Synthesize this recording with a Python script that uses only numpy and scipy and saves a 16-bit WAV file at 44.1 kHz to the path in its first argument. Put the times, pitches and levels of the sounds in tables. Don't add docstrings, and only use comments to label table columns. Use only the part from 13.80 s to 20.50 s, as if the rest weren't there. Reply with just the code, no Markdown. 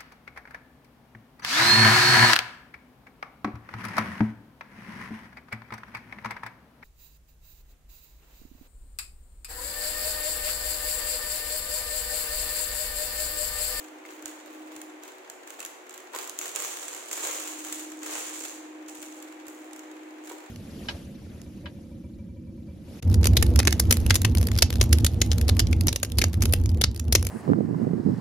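import sys
import numpy as np
from scipy import signal
from scipy.fft import rfft, irfft, next_fast_len
from scipy.io import wavfile
from scipy.ndimage import map_coordinates

SR = 44100
rng = np.random.default_rng(int(sys.argv[2]) if len(sys.argv) > 2 else 0)


def output_pcm(signal):
    pcm = np.clip(np.atleast_2d(signal).T, -1, 1) * 32767
    wavfile.write(sys.argv[1], SR, np.round(pcm).astype(np.int16))


N = 295470

# frequency in Hz, relative level in dB.
BRICK_COLOUR = [(200, -1.5), (450, 6.5), (1000, 4.5), (2500, 0), (4000, -4.5), (8000, -22.5), (16000, -40)]


def hands(grip_rise_s=0.01, grip_bricks_db=-3, empty_at_s=5):
    # start in seconds, length in seconds, level in dB.
    grips = [(-0.02, 0.021, -44), (0.244, .03, -55), (0.281, 0.045, -48), (0.445, 0.059, -46.5),
             (0.666, 0.17, -52.5), (0.866, 0.048, -53.5), (0.91, 0.064, -51), (1.233, 0.065, -50.5),
             (1.666, 0.055, -47.5), (1.782, 0.033, -46.5), (2.1, 0.12, -51.5), (5.076, 0.016, -44.5),
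             (5.14, .06, -48.5), (5.21, 0.037, -43), (5.302, 0.08, -52), (5.661, 0.19, -53),
             (5.91, 0.081, -59), (6.432, 0.044, -51), (6.485, 0.02, -46)]
    # start, rise and length in seconds, film level and brick level in dB.
    shakes = [(2.318, 0.021, 0.12, -39, -44), (2.563, 0.053, 0.12, -37, -44),
              (2.737, 0.029, .3, -35, -42.5), (2.99, 0.13, 0.31, -42.5, -47), (3.299, 0.018, 0.1, -37, -48),
              (3.37, 0.071, 0.434, -33.5, -39.5), (3.82, 0.03, 0.22, -38.5, -47),
              (4.06, 0.056, 0.13, -53.5, -63), (4.217, 0.013, 0.074, -40, -45.5),
              (4.248, 0.083, 0.46, -35, -41)]
    film = [(s, grip_rise_s, length, db) for s, length, db in grips]
    bricks = [(s, grip_rise_s, length, db + grip_bricks_db) for s, length, db in grips if s < empty_at_s]
    for s, rise, length, film_db, bricks_db in shakes:
        film.append((s, rise, length, film_db))
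        bricks.append((s, rise, length, bricks_db))
    return effort(film, sag_db_per_s=25, held_db=-71.5), effort(bricks, sag_db_per_s=45, held_db=-61.5)


def effort(moves, sag_db_per_s, held_db, release_db_per_s=180):
    t = np.arange(0, N / SR, .002)
    power = amp(held_db) ** 2
    for s, rise, length, db in moves:
        sag_db = sag_db_per_s * np.maximum(t - s - rise, 0)
        release_db = release_db_per_s * np.maximum(t - s - length, 0)
        attack = np.clip((t - s) / rise, 0, 1)
        power = power + (attack * amp(db - sag_db - release_db)) ** 2
    return np.interp(np.arange(N) / SR, t, 10 * np.log10(power))


def snaps(work_db, edge_db=6, sheet_db=-14.5, sheet_growth=0.27):
    # start in seconds, level in dB, left minus right in dB.
    accents = [(0.251, -47, -4), (0.3042, -38, -1), (0.4234, -33.5, 4), (0.457, -21, -2),
               (0.6594, -40.5, -11), (0.963, -30.5, -3), (1.0152, -28, -2), (1.2343, -32.5, -2),
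               (1.278, -35, 2), (1.3188, -39, -1), (1.4985, -27, -2), (1.7035, -32, -4), (1.8028, -26, -3),
               (1.8145, -32, 0), (1.8272, -29, -8), (1.8493, -21.5, 4), (1.8605, -27, -1),
               (2.0942, -33.5, -3), (2.139, -36.5, -10), (2.1768, -32, -4), (2.387, -23.5, -5),
               (2.474, -27.5, -3), (2.4948, -20.5, -1), (2.5883, -16, 3), (2.7593, -16, -6),
               (3.0812, -24, -2), (3.8472, -26, 3), (4.118, -32.5, 0), (4.638, -26, -4), (5.0833, -36, 0),
               (5.1517, -32, 0), (5.2283, -27.5, 1), (5.4245, -32, -5), (5.5236, -38, -3),
               (5.6815, -28.5, -2), (5.9315, -32.5, -6), (5.9612, -32.5, -1), (5.9925, -34.5, 0),
               (6.1135, -42, -10)]
    # frequency in Hz, level in dB.
    crack_colour = [(200, -20), (1000, -23), (2700, 5), (5000, 0.5), (7200, 4.5), (10000, 3.5),
                    (13000, 5.5), (16000, 0.5)]
    sheet_colour = [(60, 16), (170, 1), (400, -11), (1500, 6.5), (2700, -1.5), (6000, -11.5), (16000, -43)]
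    edge, sheet = np.zeros((2, 2, N))
    for s, db, pan_db in list(accents) + stray_creases(work_db):
        sides = amp(np.array([[pan_db], [-pan_db]]) / 2)
        t60 = np.interp(db, [-30, -18], [.003, .0007])
        add(edge, s, amp(db + edge_db) * sides * crack(t60))
        add(sheet, s + 0.000942, amp(sheet_db + sheet_growth * db) * burst(0.042))
    return coloured(edge, crack_colour) + coloured(sheet, sheet_colour)


def stray_creases(work_db, per_s=14, count=200, base_db=-9.5, growth=0.57):
    times = np.cumsum(rng.exponential(size=count)) / per_s
    creases = []
    for s, (size, side) in zip(times, rng.standard_normal((count, 2))):
        if s * SR < N:
            db = base_db + growth * work_db[int(s * SR)] + 2.5 * size
            pan_db = -1.5 + 4 * side
            creases.append((s, db, pan_db))
    return creases


def crack(t60, size=2048):
    out = np.zeros((2, size))
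    add(out, 0, amp(-13) * burst(.003))
    add(out, .001, burst(t60) + amp(-4) * burst(.02))
    for delay in rng.uniform(.0014, .004, 3):
        add(out, delay, amp(-10) * burst(.002))
    return out


def crinkle(work_db, level_db=-4):
    # frequency in Hz, level in dB.
    crisp_colour = [(200, -33), (1000, -6), (3000, 0.5), (5000, -11), (9000, 1), (12000, -2), (16000, 7.5)]
    dull_colour = [(200, -4), (1000, -8), (3000, 0.5), (5000, -4.5), (7000, 0), (9000, 0), (12000, -6),
                   (16000, -4)]
    # time in seconds, share from 0 to 1.
    dull_share = [(2.3, 0.23), (2.75, 0.63), (3.1, 0.89), (3.9, 0.55), (4.25, 0.77), (4.6, 0.82),
                  (5.3, 0.96), (5.6, 0.46), (6.5, 0.5)]
    pops_per_s = 900 * amp(.7 * (work_db + 45) + 3 * wobble(35))
    pops = grains(pops_per_s, spread_db=4.4, t60=.008) * amp(1.2 * wobble(30))
    dull = np.clip(envelope(dull_share), 0, 1)
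    blend = (1 - dull) * coloured(pops, crisp_colour) + dull * coloured(pops, dull_colour)
    return amp(work_db + level_db) * blend


def pings(width_hz=160):
    # start in seconds, pitch in Hz, level in dB.
    taut_patches = [(.252, 2130, -37.5), (1.805, 2670, -35), (1.828, 2700, -38)]
    out = np.zeros((2, N))
    for s, hz, db in taut_patches:
        add(out, s, amp(db) * ring([(hz, width_hz, 0)]))
    return out


def clacks(tick_db=5, knock_db=16, ring_hz=7200):
    # start in seconds, level in dB, extra gain for the knock in dB.
    strikes = [(1.7935, -31, -10), (2.348, -23.5, -12), (2.3601, -21.5, -12), (2.612, -21, -14),
               (2.6559, -20, -14), (2.7502, -21.5, -11.5), (2.8003, -18.5, -34), (2.8206, -19, -12.5),
               (2.8467, -18, -18), (2.9702, -27, -7), (3.1466, -25.5, -21), (3.3122, -20, -12),
               (3.3286, -16.5, -20), (3.375, -21.5, -13), (3.4493, -19, -10), (3.47, -17, -28),
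               (3.5105, -24, -14), (3.6737, -21.5, -19), (3.924, -16, -21), (4.233, -32, -1),
               (4.2621, -23.5, -10), (4.6509, -21.5, -9), (6.498, -33.5, 0)]
    # frequency in Hz, level in dB.
    tick_colour = [(200, 0), (1000, 3.5), (3000, 2.5), (5000, -3.5), (9000, -2), (12000, 2), (16000, 1)]
    ticks, knocks = np.zeros((2, 2, N))
    for s, db, extra_db in strikes:
        tick = amp(-9) * burst(.006)
        pitch = ring_hz * np.exp(rng.normal(0, .13))
        add(tick, .0015, amp(-16) * ring([(pitch, 280, 0)]))
        add(tick, .0015, burst(.008) + amp(-2) * burst(.035))
        add(tick, rng.uniform(.003, .009), amp(-6) * burst(.004))
        add(ticks, s, amp(db + tick_db) * tick)
        add(knocks, s + 0.000987, amp(db + extra_db + knock_db) * burst(0.014))
    return coloured(ticks, tick_colour) + coloured(knocks, BRICK_COLOUR)


def jostle(shake_db):
    return amp(shake_db) * coloured(grains(900, spread_db=4.5, t60=0.016), BRICK_COLOUR)


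def squeak(slip_hz=490):
    # start in seconds, length in seconds, level in dB.
    slides = [(2.33, 0.035, -46)]
    out = np.zeros((2, N))
    for s, length, db in slides:
        size = round(length * SR)
        speed = 1 + .17 * np.linspace(-.5, .5, size) + .03 * wobble(700)[:size]
        phase = 2 * np.pi * np.cumsum(slip_hz * speed) / SR
        grip = amp(3 * wobble(300)[:size])
        harmonics = np.sin(2 * phase) + amp(-7) * np.sin(3 * phase)
        chirp = unit(grip * harmonics * signal.windows.tukey(size))
        add(out, s, amp(db) * np.tile(chirp, (2, 1)))
    return out


def bumps():
    # start in seconds, level in dB.
    landings = [(2.362, -32.5), (3.439, -28), (6.513, -26.5)]
    # frequency in Hz, width in Hz, level in dB.
    table_modes = [(374, 50, -3), (477, 67, -13), (780, 60, -12), (954, 31, -14)]
    out = np.zeros((2, N))
    for s, db in landings:
        add(out, s, amp(db) * ring(table_modes))
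    return out


def thumps(level_db=19):
    # start in seconds, level in dB.
    nudges = [(0.448, -50), (0.963, -52), (1.499, -62), (1.804, -62), (3.08, -59), (3.921, -54),
              (4.645, -55), (5.189, -55), (5.677, -53)]
    out = np.zeros((2, N))
    for s, db in nudges:
        add(out, s, amp(db + level_db) * ring([(59.7, 15, -2), (125, 36, 2)]))
    return out


def fan(drone_db=1, air_db=-49.5, alike_hz=520):
    # time in seconds, level in dB.
    swell = [(0, -49), (.37, -50), (.47, -44), (.59, -53.5), (.76, -44), (1.14, -47), (1.35, -61.5),
             (2.0, -68), (2.7, -60.5), (3.33, -63), (3.42, -52), (3.8, -45), (4.22, -42), (4.42, -50.5),
             (4.62, -46), (4.7, -49.5), (4.79, -44), (5.0, -43.5), (5.35, -46), (6.5, -44.5), (6.7, -54.5)]
    # frequency in Hz, level in dB.
    drone_tones = [(308.9, -2.5), (269, -11.5), (327.6, -13)]
    motor_tones = [(247.5, -56), (371, -59.5), (495.5, -65)]
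    air_colour = [(30, -7), (150, -5.5), (280, 4.5), (420, 0), (800, 1), (1300, -6.5), (2300, -6.5),
                  (3500, -18.5), (5000, -29), (10000, -28.5), (16000, -28.5)]

    def mid_and_side(hz):
        angle = np.arccos(np.exp(-(hz / alike_hz) ** 2)) / 2
        return amp(along(air_colour, hz)) * [np.cos(angle), np.sin(angle)]

    drone = sum(amp(db) * tone(hz, drift_hz=1, waver_db=.5) for hz, db in drone_tones)
    hum = sum(amp(db) * tone(hz, drift_hz=2.5, waver_db=1.8) for hz, db in motor_tones)
    mid, side = filtered(rng.standard_normal((2, N)), mid_and_side)
    air = unit(np.array([mid + side, mid - side]))
    return amp(envelope(swell) + drone_db) * drone + hum + amp(air_db) * air


def room(x, build_up_s=0.0013):
    # frequency in Hz, seconds to fall by 60 dB.
    decay_times = [(250, 0.37), (1000, 0.99), (4000, 0.82), (8000, 0.65), (16000, 0.49)]
    hz, t, noise = signal.stft(rng.standard_normal((2, SR)), SR, nperseg=256)
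    decay = amp(-60 * t / along(decay_times, hz)[:, None])
    onset = 1 - np.exp(-t / build_up_s)
    _, tail = signal.istft(noise * decay * onset, SR, nperseg=256)
    return signal.oaconvolve(x, tail / np.linalg.norm(tail[0]), axes=1)[:, :N]


def burst(t60, size=4096):
    puff = rng.standard_normal((2, size)) * amp(-60 * np.arange(size) / SR / t60)
    return puff / np.linalg.norm(puff, axis=1, keepdims=True)


def grains(per_s, spread_db, t60):
    fires = rng.random(N) < per_s / SR
    sizes = amp(spread_db * np.minimum(rng.exponential(size=N), 3))
    fade = amp(-60 * np.arange(4096) / SR / t60)
    power = signal.oaconvolve(fires * sizes ** 2 / per_s, fade ** 2)[:N]
    return unit(np.sqrt(np.abs(power)) * rng.standard_normal((2, N)))


def ring(modes, size=6000):
    t = np.arange(size) / SR
    out = sum(amp(db + rng.normal(0, 0.4)) * np.exp(-np.pi * width * t) * np.sin(2 * np.pi * hz * t)
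              for hz, width, db in modes)
    return np.tile(out / np.abs(out).max(), (2, 1))


def tone(hz, drift_hz, waver_db, lag_s=0.00015):
    turns = np.cumsum(hz + drift_hz * wobble(7)) / SR - hz * np.array([[lag_s], [0]])
    return unit(np.sin(2 * np.pi * turns) * amp(waver_db * wobble(5.4)))


def amp(db):
    return 10 ** (np.asarray(db) / 20)


def unit(x):
    return x / np.sqrt(np.mean(x ** 2) + 1e-20)


def along(points, hz):
    freqs, values = np.transpose(points)
    return np.interp(np.log(hz + 1), np.log(freqs + 1), values)


def envelope(points):
    return np.interp(np.arange(N) / SR, *np.transpose(points))


def wobble(rate):
    return map_coordinates(rng.standard_normal(int(N * rate / SR) + 4), [np.arange(N) * rate / SR])


def filtered(x, response):
    size = next_fast_len(N + SR // 2)
    return irfft(rfft(x, size) * response(np.fft.rfftfreq(size, 1 / SR)), size)[..., :N]


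def causal(level, size=4096):
    cepstrum = irfft(np.log(amp(level(np.fft.rfftfreq(size, 1 / SR)))))
    fold = 1 + np.sign(np.fft.fftfreq(size))
    return irfft(np.exp(rfft(cepstrum * fold)))


def coloured(x, colour):
    impulse = causal(lambda hz: along(colour, hz))
    return signal.oaconvolve(x, impulse[None] / np.linalg.norm(impulse), axes=1)[:, :N]


def add(track, s, sound):
    part = track[:, max(round(s * SR), 0):][:, :sound.shape[1]]
    part += sound[:, :part.shape[1]]


def scene():
    work_db, shake_db = hands()
    background = fan() + thumps()
    hits = clacks() + bumps() + squeak()
    rustle = crinkle(work_db) + jostle(shake_db)
    film = pings() + snaps(work_db)
    echo = room(amp(-6) * film + amp(-3) * (hits + rustle))
    return film + hits + rustle + echo + background


def record(dry, top_hz=15850):
    # resonance in Hz, width in Hz, boost in dB.
    resonances = [(6620, 840, 12), (7320, 1090, 13)]
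    # frequency in Hz, gain in dB.
    low_cut = [(30, -34), (190, -24), (225, -23.5), (255, -15.5), (290, 0)]
    ports = [causal(lambda f: along(low_cut, f) + db / (1 + ((f - hz) / width) ** 2))
             for hz, width, db in resonances]
    heard = signal.oaconvolve(dry, np.array(ports), axes=1)[:, :N]
    return filtered(heard, lambda hz: hz < top_hz)


dry = scene()
out = record(dry)
output_pcm(out)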